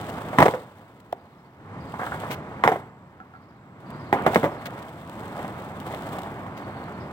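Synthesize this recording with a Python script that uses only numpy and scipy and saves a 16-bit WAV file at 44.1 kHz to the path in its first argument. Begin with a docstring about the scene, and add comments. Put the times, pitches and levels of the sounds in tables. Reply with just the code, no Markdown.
"""Wheels rumble briefly and a skateboard clatters down on the rough asphalt of a back lot.
It is ridden a little, popped up by its tail, thrown down and ridden away. Blows ring the wooden deck
and rattle the trucks; hard wheels roll with light knocks and gritty ticks; rubber soles scuff.
Faint birds and town hum lie behind and sink for a moment after each clatter.
Two closely spaced microphone ports listen."""
import sys
import numpy as np
from scipy import signal
from scipy.fft import rfft, irfft, next_fast_len
from scipy.io import wavfile

SR = 44100
rng = np.random.default_rng(int(sys.argv[2]) if len(sys.argv) > 2 else 0)


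def inscribe(sig):
    """Save sig as 16-bit PCM at rate SR to the path in sys.argv[1].

    A 1-D sig is mono; a 2-D sig holds one channel per row.
    Samples are clipped to [-1, 1] before scaling.
    """
    pcm = np.round(np.clip(np.atleast_2d(sig).T, -1, 1) * 32767)
    wavfile.write(sys.argv[1], SR, pcm.astype(np.int16))


N = 313992
TIME_S = np.arange(N) / SR
FFT_SIZE, BLOW_SIZE = next_fast_len(N + SR, real=True), 16384
ROLLING_COLUMN, GRIT_COLUMN = 1, 2   # of WHEEL_RUNS

# Table levels are relative.
# blows on the board: t/s, force/dB, ring/Hz, thump/dB, crack/dB, rattle/dB, rattle t60/s
BOARD_BLOWS = [ (0.3854, 2, 290, 3.5, -10, 5, 0.059), (0.4022, -1, 800, 5, -6, 24, 0.057),
               (0.42, -1.5, 845, 5, -14, -2.5, 0.053), (0.4263, -1, 696, 1, 3, 8, .054),
               (0.4565, -8.5, 467, -6, 7, 13, 0.033), (0.461, -5, 477, 1, -2, 5, 0.044),
               (0.482, -9.5, 498, 6, 3, .5, 0.053), (0.5382, -17, 500, -1, -2, 2, 0.12),
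               (1.1258, -33, 370, 2, -21, -1, 0.044), (1.1282, -18.5, 692, -14.5, -19, -15, 0.033),
               (2.6386, -5.5, 1260, -21, 9, 4, 0.11), (2.65, -11.5, 930, 10.5, 5, 18, 0.13),
               (2.6767, -5, 776, -5, 8, 1, 0.074), (2.6886, -9, 433, -11, -11, -1, 0.25),
               (2.718, -13.5, 724, -1, 0, 9, 0.1), (2.758, -22, 680, -7, -7, 1, 0.056),
               (4.1281, -7, 785, 2.5, 6.5, 4, .14), (4.2637, -4, 745, -2.5, -7, 7, 0.061),
               (4.277, -13, 690, 7.5, 6, 6, 0.088), (4.334, -19.5, 730, -7, -18, 17, 0.067),
               (4.3587, -5, 605, 4.5, 2.5, -1, 0.084), (4.3624, -14.5, 222, 6.5, 5, 7, 0.11),
               (4.431, -14, 570, 12, 9, 15, 0.12), (4.442, -9.5, 584, 4, 0, 4, 0.16)]
# board response to a blow: f/Hz, level/dB
BOARD_RESPONSE = [(30, -40), (70, 10.5), (140, 26), (350, 31), (900, 29), (1400, 21.5), (2100, 20),
                  (2650, 9), (3500, 6.5), (4500, -5), (6000, -6.5), (8300, -5.5), (10300, -10),
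                  (15500, -6.5)]
# modes of deck and trucks: f/Hz, width/Hz, level/dB
DECK_MODES = [(162, 23, 2.5), (315, 8.2, 3.5), (387, 15, 1.5), (454, 6.6, 4), (508, 18, 3), (704.4, 10, 1),
              (920, 28, -0.5), (980, 22, 1), (1003.5, 17, 5.5), (1160, 13, 5), (1432, 21, 6),
              (1663, 67, 4.5), (2190, 53, 0.5), (2990, 65, 2.5), (3400, 120, 0)]
# light knocks, most of them while the board rolls: t/s, level/dB, wheel ring/dB
LIGHT_KNOCKS = [(0.331, -10, -3), (1.94, -17.5, 3), (1.994, -18.5, 17.5), (2.017, -15, 6.5),
                (2.033, -15.5, 10), (2.066, -17, 14), (2.12, -20.5, 17.5), (2.144, -19.5, 10.5),
                (2.236, -18, 11.5), (2.306, -11.5, -13), (5.391, -13, -9), (5.446, -14, -6),
                (5.908, -15, -8), (5.938, -10, -8), (6.185, -13.5, -11), (6.464, -16, -9)]
# three runs (drop, ride to the pop, throw and ride away), each: t/s, rolling/dB, grit/dB
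WHEEL_RUNS = [
    [(0.0, -39, -55.5), (0.36, -36, -57), (0.44, -33, -43.5), (0.57, -48, -60), (0.7, -53.5, -71.5),
     (1.5, -66, -84)],
    [(1.8, -58, -74), (2.03, -45, -57), (2.32, -35.5, -57), (2.4, -48, -76), (2.62, -42.5, -74),
     (2.75, -41, -62), (2.9, -67, -82)],
    [(3.8, -67, -73), (3.95, -63, -76), (4.12, -60, -71), (4.16, -30, -71), (4.36, -33.5, -47),
     (4.5, -41, -65), (4.8, -40.5, -63), (5.0, -50, -65), (5.42, -38.5, -60), (5.72, -43.5, -64.5),
     (6.1, -37.5, -56), (6.5, -43.5, -71.5), (6.76, -41.5, -67), (7.12, -45, -71)],
]
# rolling, low band: f/Hz, level/dB
RUMBLE_SPECTRUM = [(25, -22), (55, -26.5), (100, -1.5), (160, -2), (260, -1), (420, -16), (900, -49)]
# rolling, middle band: f/Hz, level/dB
ROAR_SPECTRUM = [(150, -13.5), (330, -2), (700, 1), (1000, -4.5), (1500, -13.5), (3000, -53)]
# rolling, upper band: f/Hz, level/dB
CHATTER_SPECTRUM = [(600, -26), (1200, 2), (1600, 2.5), (2000, -2.5), (2500, -6), (3200, -12), (4500, -28),
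                    (7000, -36), (16000, -46)]
# loose grit: f/Hz, level/dB
GRIT_SPECTRUM = [(1500, 0.5), (3200, 16.5), (6000, 3.5), (8300, 10), (10300, 1.5), (15500, 7)]
# sharp gritty ticks: t/s, level/dB
SHARP_TICKS = [(0.0987, -37), (1.921, -44), (2.064, -35.5), (2.201, -35.5), (3.904, -42), (4.826, -41.5),
               (5.0954, -39.5), (5.8006, -35.5), (5.945, -35), (6.1847, -36.5), (6.232, -38.5)]
# soles scraping: t/s, rise/s, length/s, level/dB
SOLE_SCUFFS = [(1.124, .002, 0.0078, -39.5), (2.303, 0.0082, 0.044, -30), (4.343, 0.0042, 0.0097, -24.5),
               (4.652, 0.0109, 0.021, -30), (6.564, 0.011, 0.034, -45)]
# rubber on grit: f/Hz, level/dB
SOLE_SPECTRUM = [(500, -34), (1500, 8.5), (3200, 5), (5500, -3.5), (8300, -7.5), (10500, -9.5), (15500, -3)]
# loose truck knocking: t/s, level/dB
TRUCK_KNOCKS = [(3.202, -39.5), (3.338, -46), (3.352, -46.5)]
# truck modes: f/Hz, level/dB, t60/s
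TRUCK_MODES = [(760, -5, 0.14), (1350, 0.5, 0.12), (1434, -5, .11), (1657, -10, 0.15), (2110, -26, .08)]
# twittering bird's phrases: start/s, end/s
TWITTER_PHRASES = [(1.17, 1.5), (1.79, 1.88), (2.18, 2.05), (2.5, 2.5), (3.34, 3.6), (3.85, 4.2),
                   (4.5, 4.65), (6.55, 6.9), (6.92, 7.07)]
# whistling bird's phrases: start/s, end/s
WHISTLE_PHRASES = [(1.85, 2.4), (2.79, 4.1), (3.55, 3.75)]
# far traffic: f/Hz, level/dB
TRAFFIC_SPECTRUM = [(25, -31), (60, -13), (91, -2.5), (140, -0.5), (267, -5.5), (509, -12), (919, -12.5),
                    (1800, -21), (2850, -31), (4620, -38.5), (5500, -44), (8400, -44), (10600, -55),
                    (15500, -59)]
# background dips: fall start/s, return start/s, depth/dB
BACKGROUND_LULLS = [(0.47, 1.543, 13), (2.68, 3.722, 11), (4.45, 5.033, 4)]
# echoes off fence and bins: delay/s, level/dB
LOT_ECHOES = [(.034, -35), (.058, -30), (.085, -31.5)]
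# right port against left: f/Hz, gain/dB, lag/ms, scatter/dB
RIGHT_PORT_RESPONSE = [(100, 0.1, 0.087, -16), (405, -.5, 0.028, -9), (750, 1.5, 0.047, -9.5),
                       (1100, 4.5, 0.16, -3.5), (1500, 2, 0.18, -8), (1980, -1.5, 0.1, -32),
                       (2200, 6, 0.15, -6), (2350, -1, 0.2, 9.5), (3020, -6, 0.24, 13),
                       (4400, -14, 0.18, 28), (8300, -14.5, 0.254, 2), (15000, -18.5, 0.236, 7)]


def clacks():
    """Where the board lands decides which region of it rings and how much it thumps."""
    out, hz = np.zeros(N), bins_hz(BLOW_SIZE)
    board_db = at_hz(BOARD_RESPONSE, hz) + deck_db(hz)
    for s, force_db, ring_hz, thump_db, crack_db, rattle_db, t60_s in BOARD_BLOWS:
        ring_db = (5 - 0.51 * force_db) * resonance(hz, ring_hz, 0.3 * ring_hz)   # more on soft blows
        bass_db = thump_db / (1 + (hz / 290) ** 4)
        response_db = force_db + board_db + ring_db + bass_db
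        add(out, s, blow(response_db, crack_db, rattle_db, t60_s, grit_db=6))
    return out


def blow(response_db, crack_db, rattle_db, rattle_t60_s, grit_db):
    """First touch cracks and rings the metal trucks; then loose parts chatter and grit is crushed."""
    hz, rattle = bins_hz(BLOW_SIZE), from_db(rattle_db)
    hard_db = crack_db / (1 + (1400 / hz) ** 4) - 5 / (1 + (6000 / hz) ** 4)
    metal_db = 5 * resonance(hz, centre_hz=2050, width_hz=510)
    crush_db = grit_db / (1 + (3200 / hz) ** 5)
    touch = colour(signal.unit_impulse(BLOW_SIZE), response_db + hard_db + metal_db)
    chatter = colour(burst(rattle_t60_s, BLOW_SIZE, spiky_db=2), response_db + crush_db)
    return (touch + rattle * chatter) / np.sqrt(1 + rattle ** 2)


def deck_db(hz):
    """Lift that the deck's modes give to whatever shakes it."""
    return sum(db * resonance(hz, mode_hz, width_hz) for mode_hz, width_hz, db in DECK_MODES)


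def light_knocks():
    """Light blows with little bass ring wheel and deck."""
    out, hz = np.zeros(N), bins_hz(BLOW_SIZE)
    bass_cut_db = 8 / (1 + (hz / 550) ** 4)
    ring_db = 6 * resonance(hz, centre_hz=730, width_hz=260)
    board_db = at_hz(BOARD_RESPONSE, hz) + deck_db(hz) - bass_cut_db + ring_db
    for s, db, wheel_db in LIGHT_KNOCKS:
        response_db = db - 5.5 + board_db + wheel_db * resonance(hz, centre_hz=1510, width_hz=880)
        add(out, s, blow(response_db, crack_db=-14, rattle_db=1, rattle_t60_s=0.12, grit_db=2.5))
    return out


def rolling():
    """Countless stones shake wheels and deck, a few larger ones knock; loose grit crackles on top."""
    hz = bins_hz(FFT_SIZE)
    unevenness = drift(per_s=55)   # one road moves roar, chatter and grit together
    shaking = grains(per_s=3500, spread_db=2.5) * from_db(3.2 * unevenness)
    shaking += 0.48 * grains(per_s=45, spread_db=1)
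    roar = unit_rms(colour(shaking, at_hz(ROAR_SPECTRUM, hz) + 0.11 * deck_db(hz)))
    jolts = grains(per_s=2500, spread_db=2.5)
    rumble = unit_rms(colour(jolts, at_hz(RUMBLE_SPECTRUM, hz) + 0.22 * deck_db(hz)))
    ticks = grains(per_s=4000, spread_db=2.5) * from_db(1.7 * unevenness)
    chatter = unit_rms(colour(ticks, at_hz(CHATTER_SPECTRUM, hz)))
    crackle = grains(per_s=17000, spread_db=5) * from_db(2.8 * unevenness + 2.2 * drift(per_s=330))
    bearing_whine_db = 4.5 * resonance(hz, centre_hz=3550, width_hz=130)
    grit = unit_rms(colour(crackle, at_hz(GRIT_SPECTRUM, hz) + bearing_whine_db))
    body = rumble * from_db(-5.5) + roar * from_db(-0.33) + chatter * from_db(-8)
    return body * from_db(wheels_db(ROLLING_COLUMN)) + grit * from_db(wheels_db(GRIT_COLUMN) + 9)


def wheels_db(column, still_db=-110):
    """One wheel level over time; silent between runs."""
    runs = map(np.array, WHEEL_RUNS)
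    levels_db = [np.interp(TIME_S, run[:, 0], run[:, column], still_db, still_db) for run in runs]
    return np.max(levels_db, axis=0)


def gritty_ticks(small_per_s=4.5):
    """Sharp gritty ticks at set times; small random ones follow the grit level."""
    out, hz = np.zeros(N), bins_hz(FFT_SIZE)
    for s, db in SHARP_TICKS:
        add(out, s, from_db(db + 11) * burst(t60_s=0.022, size=4096, spiky_db=15))
    onsets = rng.random(N) < small_per_s / SR
    small_db = wheels_db(GRIT_COLUMN) + 29.5 + 2.5 * rng.standard_normal(N)
    crunch = burst(t60_s=0.024, size=4096, spiky_db=16)
    out += signal.fftconvolve(onsets * from_db(small_db), crunch)[:N]
    return colour(out, at_hz(GRIT_SPECTRUM, hz) + 7 * resonance(hz, centre_hz=2840, width_hz=170))


def scuffs(release_s=0.0056):
    """Rubber drags over grit: the rasp swells, eases and stops."""
    pressure = np.zeros(N)
    for s, rise_s, length_s, db in SOLE_SCUFFS:
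        knots_s = [0, rise_s, max(length_s, rise_s), length_s + release_s]
        pressure += from_db(db) * np.interp(TIME_S - s, knots_s, [0.0035, 1, 0.45, 0])
    rasp = colour(grains(per_s=5200, spread_db=5), at_hz(SOLE_SPECTRUM, bins_hz(FFT_SIZE)))
    return pressure * unit_rms(rasp)


def truck_knocks():
    """A loose metal truck rings briefly while the board is carried."""
    out, t = np.zeros(N), TIME_S[:BLOW_SIZE]
    ring = sum(from_db(db) * decay(t, t60_s) * np.sin(2 * np.pi * hz * t)
               for hz, db, t60_s in TRUCK_MODES)
    for s, db in TRUCK_KNOCKS:
        add(out, s, from_db(db) * ring)
    return out


def birds():
    """One far bird twitters in wide sweeps; another whistles thinly, its notes running together."""
    twitter = bird(TWITTER_PHRASES, hz=4160, sweep=0.31, per_s=15, gain_db=-52.5)
    whistle = bird(WHISTLE_PHRASES, hz=7700, sweep=0.026, per_s=36, gain_db=-64.5)
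    return twitter + whistle


def bird(phrases, hz, sweep, per_s, gain_db, note_s=0.044):
    """Up to ten arched, trembling notes a phrase, blurred by distance."""
    out, t = np.zeros(N), TIME_S[:int(note_s * SR)]
    arch = 0.45 - 12 * (t / note_s - 0.4) ** 2
    for start_s, end_s in phrases:
        onsets_s = np.arange(start_s, end_s - note_s / 2, 1 / per_s)
        for s, (higher, louder_db) in zip(onsets_s, rng.standard_normal((10, 2))):
            tremble = np.interp(t * 350, np.arange(50), rng.standard_normal(50))
            pitch_hz = hz * 2 ** (sweep * (arch + 0.35 * higher + 0.2 * tremble))
            note = np.sin(2 * np.pi * np.cumsum(pitch_hz) / SR) * signal.windows.hann(len(t))
            add(out, s, from_db(gain_db + louder_db) * note)
    return 0.5 * out + 0.93 * signal.fftconvolve(out, burst(t60_s=0.36, size=BLOW_SIZE))[:N]


def town(level_db=-38):
    """Steady hum of far traffic."""
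    hum = colour(rng.standard_normal(N), at_hz(TRAFFIC_SPECTRUM, bins_hz(FFT_SIZE)))
    return from_db(level_db) * unit_rms(hum)


def lulls(fall_s=0.26, return_s=0.2):
    """Background gain: falls, holds and returns at set times."""
    dip_db = np.zeros(N)
    for start_s, end_s, depth_db in BACKGROUND_LULLS:
        falling = (TIME_S - start_s) / fall_s
        returning = 1 - (TIME_S - end_s) / return_s
        dip_db += depth_db * np.clip(np.minimum(falling, returning), 0, 1)
    return from_db(-dip_db)


def lot(x, tail_db=-19.5, tail_t60_s=0.51, build_s=0.024, cutoff_hz=5000):
    """Fence and bins return a few blurred echoes and a thin, dull tail."""
    response = from_db(tail_db) * burst(tail_t60_s, SR) * np.minimum(TIME_S[:SR] / build_s, 1)
    for s, db in LOT_ECHOES:
        add(response, s, from_db(db) * burst(t60_s=0.02, size=4096))
    dull = signal.butter(1, cutoff_hz, fs=SR, output="sos")
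    return signal.fftconvolve(x, signal.sosfilt(dull, response))[:N]


def ports(front, around):
    """The right port is shaded and hears later; much of its treble scatters round the housing."""
    hz = bins_hz(FFT_SIZE)
    gain_db, lag_ms, scatter_db = at_hz(RIGHT_PORT_RESPONSE, hz)
    scatter = from_db(scatter_db)
    delay = np.exp(-2j * np.pi * hz * lag_ms / 1000)
    # quarter-cycle detour: the paths add in power
    both = (rfft(front, FFT_SIZE) - 1j * scatter * rfft(around, FFT_SIZE)) / np.sqrt(1 + scatter ** 2)
    return np.array([front, irfft(both * from_db(gain_db) * delay)[:N]])


def grains(per_s, spread_db):
    """Clicks at random times, a few much larger than the rest."""
    sizes = from_db(spread_db * np.minimum(rng.exponential(1, N), 4)) * rng.choice([-1, 1], N)
    return unit_rms(sizes * (rng.random(N) < per_s / SR))


def burst(t60_s, size, spiky_db=0):
    """Dying noise of unit energy, smooth or spiky."""
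    noise = rng.standard_normal(size) * from_db(spiky_db * rng.standard_normal(size))
    noise *= decay(np.arange(size) / SR, t60_s)
    return noise / np.linalg.norm(noise)


def drift(per_s):
    """Random wander, spread about 1."""
    return np.interp(TIME_S * per_s, np.arange(4000), rng.standard_normal(4000))


def decay(t, t60_s):
    """Exponential fall, 60 dB in t60_s."""
    return np.exp(-np.log(1000) * t / max(t60_s, 1e-3))


def resonance(hz, centre_hz, width_hz):
    """Bell curve of one mode, peak 1."""
    return 1 / (1 + (2 * (hz - centre_hz) / width_hz) ** 2)


def colour(x, curve_db):
    """Minimum-phase filter with the given gain curve."""
    size = 2 * (len(curve_db) - 1)
    cepstrum = irfft(np.log(from_db(curve_db)))
    cepstrum[1:size // 2] *= 2
    cepstrum[size // 2 + 1:] = 0
    return irfft(rfft(x, size) * np.exp(rfft(cepstrum)))[:len(x)]


def at_hz(table, hz):
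    """Table columns interpolated over log frequency."""
    knots_hz, *columns = np.transpose(table)
    return np.squeeze([np.interp(np.log(hz), np.log(knots_hz), column) for column in columns])


def bins_hz(size):
    """FFT bin frequencies, at least 1 Hz."""
    return np.maximum(np.arange(size // 2 + 1) * SR / size, 1)


def from_db(db):
    """Decibels to gain."""
    return 10 ** (np.asarray(db) / 20)


def unit_rms(x):
    """Scale to unit power."""
    return x / np.sqrt(np.mean(x ** 2) + 1e-20)


def add(out, s, sound):
    """Mix a sound in at time s."""
    i = max(int(round(s * SR)), 0)
    out[i:i + len(sound)] += sound[:N - i]


def sound_field():
    """Board, rider and surroundings along one path."""
    skate = clacks() + light_knocks() + rolling() + gritty_ticks() + scuffs() + truck_knocks()
    return skate + lot(skate) + lulls() * (birds() + town())


def scene():
    """The lot at the two ports."""
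    return ports(front=sound_field(), around=sound_field())


def record(dry):
    """Thin the deep bass, round the loudest peaks, cut the top."""
    low_hz, high_hz = 36, 15950
    thin = signal.sosfilt(signal.butter(3, low_hz, "high", fs=SR, output="sos"), dry)
    rounded = thin / (1 + thin ** 4) ** (1 / 4)
    return signal.sosfilt(signal.ellip(10, 0.1, 80, high_hz, fs=SR, output="sos"), rounded)


dry = scene()
out = record(dry)
inscribe(out)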